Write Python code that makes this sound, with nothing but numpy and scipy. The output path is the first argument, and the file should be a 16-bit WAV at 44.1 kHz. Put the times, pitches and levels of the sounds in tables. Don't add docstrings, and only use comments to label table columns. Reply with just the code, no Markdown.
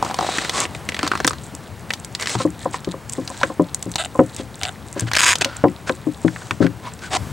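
import sys
import numpy as np
from scipy import signal
from scipy.fft import rfft, irfft
from scipy.io import wavfile
from scipy.ndimage import uniform_filter1d

SR = 44100
rng = np.random.default_rng(int(sys.argv[2]) if len(sys.argv) > 2 else 0)


def log_audio(samples):
    frames = np.atleast_2d(samples).T
    limited = np.clip(frames, -1, 1)
    pcm = np.round(limited * 32767).astype(np.int16)
    wavfile.write(sys.argv[1], SR, pcm)


N = 322808

# t/s, peak level/dB, f/Hz around which the struck spot rings best
KNOCKS = [(1.035, -16, 290), (1.247, -13.5, 290), (1.536, -27, 336), (2.353, -12, 108), (2.401, -12, 830),
          (2.451, -4.5, 352), (2.656, -6.5, 720), (2.766, -30, 736), (2.874, -13.5, 270),
          (2.94, -19.5, 528), (3.182, -14, 298), (3.299, -22, 700), (3.433, -10, 560), (3.5, -17.5, 670),
          (3.596, -1.5, 380), (3.863, -14.5, 206), (4.152, -16.5, 910), (4.191, 3.5, 422),
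          (4.398, -17.5, 336), (4.963, -18.5, 450), (5.021, -13, 110), (5.456, -17, 524), (5.639, 3, 466),
          (5.897, -9.5, 475), (6.069, -11, 280), (6.248, -1.5, 272), (6.512, -18.5, 148),
          (6.605, -4.5, 236), (6.622, -6, 306), (6.645, -5.5, 282)]
# f/Hz, level/dB, t60/s
PLANK_MODES = [(116.5, -5, 0.32), (175, -4, 0.24), (267.4, -3, 0.15), (308.4, -1, 0.13), (380, -5.5, 0.078),
               (528.2, 1, 0.09), (724.5, -5, 0.069), (1030, 3, 0.051), (1560, -8, 0.019)]
# t/s, left-right level/dB
KNOCK_LEAN = [(5.4, 4), (6.5, 10.5)]

# t/s, peak level/dB, peak level of the bright edge/dB
CRACKS = [(0.026, -3.5, -18), (0.048, -17, -16), (0.063, -14, -29), (0.097, -16, -32),
          (0.111, -13.5, -17.5), (0.143, -17, -9.5), (0.188, -8, -13), (0.209, -13, -14), (0.226, -12, -19),
          (0.245, -14.5, -26), (0.266, -17, -21), (0.288, -9.5, -35), (0.383, -9, -13), (0.448, -13.5, -15),
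          (0.495, -21, -5.5), (0.653, -12, -37), (0.749, -20.5, -23.5), (0.889, -11, -13),
          (0.921, -17, -26), (0.945, -15, -16), (0.966, -16.5, -28), (0.991, -11.5, -12), (1.011, -22, -28),
          (1.03, -10.5, -10), (1.066, -13.5, -16), (1.076, -15.5, -10), (1.116, -5.5, -15),
          (1.135, -11.5, -31), (1.153, -10, -17), (1.175, -20, -15.5), (1.202, -9.5, -15),
          (1.246, -4.5, -4.5), (1.276, -8, 0.5), (1.308, -14.5, -15), (1.332, -18, -22), (1.905, -7, -17),
          (1.936, -26, -8.5), (2.15, -43, -6.5), (2.198, -20, -15), (2.224, -19, -11), (2.258, -16, -16),
          (2.272, -13, -4), (2.294, -16, -14), (2.352, -9, -12), (2.743, -12, -38), (2.846, -52, -16.5),
          (3.276, -33, -15.5), (3.413, -15, -18), (3.432, -0.5, -32), (3.957, -13, -4.5),
          (4.633, -12.5, -6), (4.652, -10, -30), (5.115, -8, -13), (5.134, -10.5, -4.5), (5.146, -11, -22),
          (5.152, -6.5, -3), (5.165, -26, -3), (5.169, -3.5, -2), (5.355, -26, -0.5), (5.411, -15, -5),
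          (5.446, -8.5, -1.5), (5.683, -26, -42), (5.894, -4, -27), (6.28, -14.5, -41), (6.361, -19, -45),
          (6.419, -27, -46), (6.509, -4, -19), (6.627, -14, -20), (6.666, -15, -35), (6.919, -34, -49),
          (6.991, -46, -25)]
# start t/s, f/Hz
CRACK_SPOTS = [(0, 773), (.35, 2010), (1.02, 1270), (1.5, 2140), (2.3, 910), (3.42, 1390), (3.7, 725),
               (4.05, 1370), (4.4, 2930), (4.9, 1830), (5.3, 2320), (5.7, 1260), (6.2, 1480)]
SPOT_SPREAD = 0.05
CLAWS_UNTIL_S, THUD_DB, THUD_HZ = 1.4, -9.5, 333
# t/s, peak level/dB
TICKS = [(0.6026, -4.5), (1.268, -5), (1.296, -12), (1.55, -15.5), (2.047, -13.5), (2.211, -14),
         (3.096, -12), (3.1226, -18), (3.134, -10.5), (3.7458, -4), (3.8264, -9.5), (3.916, -15.5),
         (4.364, -15.5), (4.996, -6), (5.007, -8.5), (5.385, -16), (5.567, -15), (6.9362, -24)]
TICK_HZ = 7700

# start t/s, length/s, hiss level/dB, extra fizz level/dB, hollow f/Hz
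RUB_STROKES = [(0.01, 0.12, -41, 10, 894), (0.137, 0.44, -32, 7, 4000), (0.515, 0.16, -28, 11.5, 1114),
               (0.825, 0.6, -42.5, -9, 4180), (1.02, 0.056, -33, -5, 1320), (2.185, 0.075, -31.5, 5, 2020),
               (2.256, 0.12, -38, 21, 4170), (2.367, 0.087, -33.5, 10.5, 4080),
               (2.719, 0.058, -46.5, 21, 2920), (3.05, 0.23, -73.5, 34.5, 3500),
               (3.205, 0.37, -48.5, 14.5, 1640), (4.362, 0.066, -41, 9, 3460),
               (4.945, 0.11, -38.5, 0, 1600), (5.064, 0.035, -33.5, -13, 1640),
               (5.298, 0.39, -40, -27, 1430), (5.409, 0.021, -19, 6.5, 2540),
               (5.862, 0.043, -33.5, 6, 1490), (6.163, 0.49, -58.5, 23.5, 1460),
               (6.601, 0.071, -35.5, -12, 1500), (6.822, 0.091, -37, -31, 1010), (7, 0.098, -38, 5.5, 1500),
               (7.1, 0.13, -23, 4.5, 760)]
# f/Hz, relative level per Hz/dB
RUB_COLOUR = [(180, -8), (300, 0.5), (1550, -0.5), (4500, -5.5), (8100, -17.5), (14000, -26)]
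SWELL_POWER, RUBBING_ENDS_S = 1.25, 7.171

# t/s, level/dB, slip rate/Hz
TEAR_PULLS = [
    [(5.184, -17, 215), (5.21, -10.5, 170)],
    [(5.215, -15, 270), (5.252, -12.5, 285)],
    [(5.255, -12.5, 260), (5.277, -13.5, 452), (5.339, -13.5, 160)],
]
# f/Hz, width/Hz, level/dB
BONE_MODES = [(977, 92, 14.5), (1470, 410, 9.5), (1750, 210, 16), (2340, 550, 13), (3500, 850, 8.5),
              (4970, 1350, 6), (6690, 510, 14), (7800, 2100, 3.5)]
# f/Hz, width/Hz
BONE_DIPS = [(4350, 370), (5950, 200)]
# t/s, level/dB, slip rate/Hz
CREAK_STROKES = [
    [(3.982, -23.5, 250), (4.005, -23, 350), (4.029, -29, 200)],
    [(4.036, -30.5, 92), (4.063, -28, 112)],
    [(4.612, -28, 100), (4.645, -29.5, 105), (4.699, -32.5, 150)],
]
# f/Hz, width/Hz, level/dB
JAW_MODES = [(720, 120, 12), (1470, 390, 6.5), (1970, 160, 6), (2940, 750, 5.5), (3560, 500, 6),
             (7760, 1800, -1)]

# f/Hz, level/dB
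WALL_COLOUR = [(500, 0.5), (2000, -7)]
# t/s, level/dB
RUMBLE = [(0, -42), (1.3, -36), (1.7, -40), (7.17, -39.5), (7.185, -31)]
# f/Hz, relative level per Hz/dB
RUMBLE_COLOUR = [(30, -37), (60, 0), (110, 4.5), (200, -4), (800, -32)]
# t/s, hush level/dB, crackle level/dB
HUSH = [(0, -34.5, -43), (1.5, -41.5, -50.5), (2.5, -42, -44), (7.17, -43, -54), (7.2, -38.5, -79)]
# f/Hz, relative level per Hz/dB
YARD_COLOUR = [(88, -44), (150, 2), (948, -1), (1370, -5.5), (5990, -21), (14600, -20), (15500, -60)]
# f/Hz, correlation (0 to 1)
LIKENESS = [(100, 0.99), (1000, 0.97), (6000, 0.99), (14000, 1)]
# f/Hz, left-right level/dB
LEAN = [(60, 10), (600, 0.5), (8000, .5)]

# f/Hz, level/dB
MICROPHONE = [(25, -21), (70, 1), (8500, 1.5), (11000, -4.5), (15000, -8.5)]
WHINE_HZ, WHINE_DB = 15734, -65
EDGE_HZ, CEILING = 16000, 0.93


def knocks():
    out, t = np.zeros((2, N)), np.arange(SR // 4) / SR
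    hz, mode_db, t60 = np.transpose(PLANK_MODES)[:, :, None]
    spots = rng.standard_normal((len(KNOCKS), 3, len(PLANK_MODES), 1))
    chatter = rng.standard_normal((len(KNOCKS), 40))
    rattle_t = t[:SR // 20:56]
    for (s, db, pitch_hz), spot, jolt in zip(KNOCKS, spots, chatter):
        octaves = np.log2(hz / pitch_hz)
        favour_db = 4 * np.exp(-(octaves / 0.25) ** 2) - 4.0 * octaves ** 2
        level = gain_of(mode_db + favour_db + 1.5 * spot[0] - 60 * t / t60)
        turn = 2 * np.pi * hz * (1 + 0.015 * spot[1]) * t
        neighbour = 0.55 * np.sin(turn * (1 + 0.12 * spot[2]))
        onset = np.minimum(t / 0.0017, 1)
        modes = level * (np.sin(turn) + neighbour) * onset
        side_db = np.interp(s, *np.transpose(KNOCK_LEAN)) * np.minimum(300 / hz, 1)
        ring = [(gain_of(sign * side_db / 2) * modes).sum(0) for sign in (1, -1)]
        contacts = np.zeros((1, SR // 20))
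        contacts[0, ::56] = 0.17 * jolt * np.exp(-(rattle_t / 0.018) ** 2)
        contacts[0, 0] = 1
        sound = signal.oaconvolve(ring, contacts, axes=1)
        add(out, s, gain_of(db) * sound / abs(sound.mean(0)).max())
    return signal.sosfilt(signal.butter(2, 90, "high", fs=SR, output="sos"), out)


def cracks():
    out, (since, spot_hz) = np.zeros(N), np.transpose(CRACK_SPOTS)
    for (s, db, edge_db), noise in zip(CRACKS, rng.standard_normal((len(CRACKS), 4, 2000))):
        hz = spot_hz[since <= s][-1] * (1 + SPOT_SPREAD * noise[2, 0])
        sound = snap(db, hz, 0.026, noise[0], sharpness=2.6, kick=4.5)
        if s < CLAWS_UNTIL_S:
            sound = sound + snap(db + THUD_DB, THUD_HZ, 0.032, noise[3], sharpness=0.95, kick=3.4)
        edge = snap(edge_db, 4120, 0.024, noise[1], sharpness=1.0, kick=4.35)
        add(out, s, sound + edge)
    return out


def ticks():
    out = np.zeros(N)
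    for (s, db), noise in zip(TICKS, rng.standard_normal((len(TICKS), 1001))):
        hz = TICK_HZ * (1 + 0.024 * noise[0])
        add(out, s, snap(db, hz, 0.012, noise[1:], sharpness=4.7, kick=3.7))
    return out


def snap(db, hz, t60, noise, sharpness, kick):
    t = np.arange(len(noise)) / SR
    burst = noise * gain_of(-60 * t / t60) * np.minimum(t / 0.00038, 1)
    burst[20] += kick
    sound = resonate(resonate(burst, hz, hz / sharpness), hz, hz / 0.48)
    return gain_of(db) * sound / abs(sound).max()


def tearing():
    tear = sum(slipping(pull, BONE_MODES, uneven_db=1.52, kick=3.5, flank=5.1, sign=-0.97)
               for pull in TEAR_PULLS)
    for hz, width_hz in BONE_DIPS:
        tear = tear - resonate(tear, hz, width_hz)
    return tear


def creaks():
    return sum(slipping(stroke, JAW_MODES, uneven_db=0.3, kick=4.5, flank=1.9, sign=0.94)
               for stroke in CREAK_STROKES)


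def slipping(rows, modes, uneven_db, kick, flank, sign):
    a, b = round(rows[0][0] * SR), round(rows[-1][0] * SR)
    db, per_s = (c[a:b] for c in follow(rows))
    drift, size, air = rng.standard_normal((3, N))[:, a:b]
    pace = per_s * gain_of(uneven_db * evened(uniform_filter1d(drift, size=300)))
    slips = np.diff(np.floor(np.cumsum(pace) / SR + 0.81), prepend=0) * gain_of(uneven_db * size)
    puffs = signal.lfilter([1], [1, -0.97], slips) * air + kick * slips
    ring = 0
    for k, (hz, width_hz, mode_db) in enumerate(modes):
        mode = resonate(resonate(puffs, hz, width_hz), hz, flank * width_hz)
        ring = ring + sign ** k * gain_of(mode_db) * mode
    out = np.zeros(N)
    out[a:b] = gain_of(db) * evened(ring) * signal.windows.tukey(b - a, 0.05)
    return out


def rubbing():
    grit = 0.65 + 0.4 * evened(signal.lfilter([1], [1, -0.98], abs(grains(500, 2.5))))
    hiss = evened(coloured(grit * rng.standard_normal(N), lambda hz: read(RUB_COLOUR, hz)))
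    fizz = 0.29 * evened(resonate(resonate(hiss, 8130, 2400), 7600, 5600))
    out, t = np.zeros(N), np.arange(N) / SR
    for start, length, db, wet_db, hollow_hz in RUB_STROKES:
        part = slice(round(start * SR), round((start + length) * SR))
        swell = abs(np.sin(np.pi * (t[part] - start) / length)) ** SWELL_POWER
        hollow = 30 / np.sqrt(hollow_hz) * evened(resonate(hiss[part], hollow_hz, hollow_hz / 12))
        out[part] += gain_of(db) * swell * (hiss[part] + hollow + gain_of(wet_db) * fizz[part])
    return out * (t < RUBBING_ENDS_S)


def crackle():
    drift = uniform_filter1d(uniform_filter1d(rng.standard_normal(N), size=2500), size=2500)
    clumps = gain_of(7.5 * evened(drift))
    out = np.zeros(N)
    for hz, share in [(1800, 0.3), (3800, 0.29), (7800, 0.31)]:
        out += share * resonate(resonate(grains(40 * clumps, 4.5), hz, hz / 3), hz, hz / 2.5)
    return evened(out)


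def walls(x):
    taps = np.zeros((2, 1400))
    at = np.arange(100, 1380, 20) + rng.integers(0, 20, (2, 64))
    fade = gain_of(-60 * at / SR / 0.081)
    np.put_along_axis(taps, at, rng.choice([-1., 1.], at.shape) * fade, 1)
    echoes = signal.oaconvolve(x[None], taps / np.linalg.norm(taps[0]), axes=1)[:, :N]
    return coloured(echoes, lambda hz: read(WALL_COLOUR, hz))


def low_rumble():
    return gain_of(follow(RUMBLE)[0]) * steady(RUMBLE_COLOUR, patchy_db=-0.5)


def yard_hush():
    return gain_of(follow(HUSH)[0]) * steady(YARD_COLOUR, patchy_db=0.9)


def steady(colour, patchy_db):
    frames, hz = N // 256 + 5, np.fft.rfftfreq(1024, 1 / SR)
    a, b, c, d, patches = rng.standard_normal((frames, 513, 5)).T
    patches = evened(uniform_filter1d(uniform_filter1d(patches, size=12, axis=0), size=10, axis=1))
    same = np.clip(read(LIKENESS, hz), -1, 1)[:, None]
    left = a + 1j * b
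    right = same * left + np.sqrt(1 - same ** 2) * (c + 1j * d)
    z = np.array([left, right]) * gain_of(read(colour, hz)[:, None] + patchy_db * patches)
    return evened(signal.istft(z, nperseg=1024, noverlap=768)[1][:, :N])


def grains(per_s, spread_db):
    when, size, sign = rng.random((3, N))
    return (when < per_s / SR) * gain_of(-spread_db * np.log(size + 0.0078)) * np.sign(sign - 0.5)


def resonate(x, hz, width_hz):
    r = np.exp(-np.pi * width_hz / SR)
    return 2 * signal.lfilter([1 - r], [1, -r * np.exp(2j * np.pi * hz / SR)], x).real


def coloured(x, db):
    size = x.shape[-1]
    return irfft(rfft(x) * gain_of(db(np.fft.rfftfreq(size, 1 / SR))), size)


def gain_of(db):
    return 10 ** (np.asarray(db) / 20)


def evened(x):
    return x / np.sqrt(np.mean(x ** 2) + 1e-20)


def read(points, hz):
    f, value = np.transpose(points)
    return np.interp(np.log(hz + 1), np.log(f + 1), value)


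def follow(rows):
    s, *columns = np.transpose(rows)
    return [np.interp(np.arange(N) / SR, s, c) for c in columns]


def add(mix, s, sound):
    part = mix[..., round(s * SR):][..., :sound.shape[-1]]
    part += sound[..., :part.shape[-1]]


def scene():
    chewing = gain_of(follow(HUSH)[1]) * crackle()
    near = cracks() + ticks() + tearing() + creaks() + rubbing() + chewing
    air = near + gain_of(-8.0) * walls(near) + low_rumble() + yard_hush()
    leaning = [coloured(side, lambda hz: sign * read(LEAN, hz) / 2) for side, sign in zip(air, (1, -1))]
    return knocks() + leaning


def record(dry):
    heard = coloured(dry, lambda hz: read(MICROPHONE, hz))
    whine = gain_of(WHINE_DB) * np.sqrt(2) * np.sin(2 * np.pi * WHINE_HZ * np.arange(N) / SR)
    rounded = CEILING * heard / (1 + heard ** 4) ** (1 / 4)
    band = signal.firwin(511, EDGE_HZ, window=("kaiser", 9), fs=SR)
    return signal.oaconvolve(rounded + whine, band[None], "same")


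dry = scene()
out = record(dry)
log_audio(out)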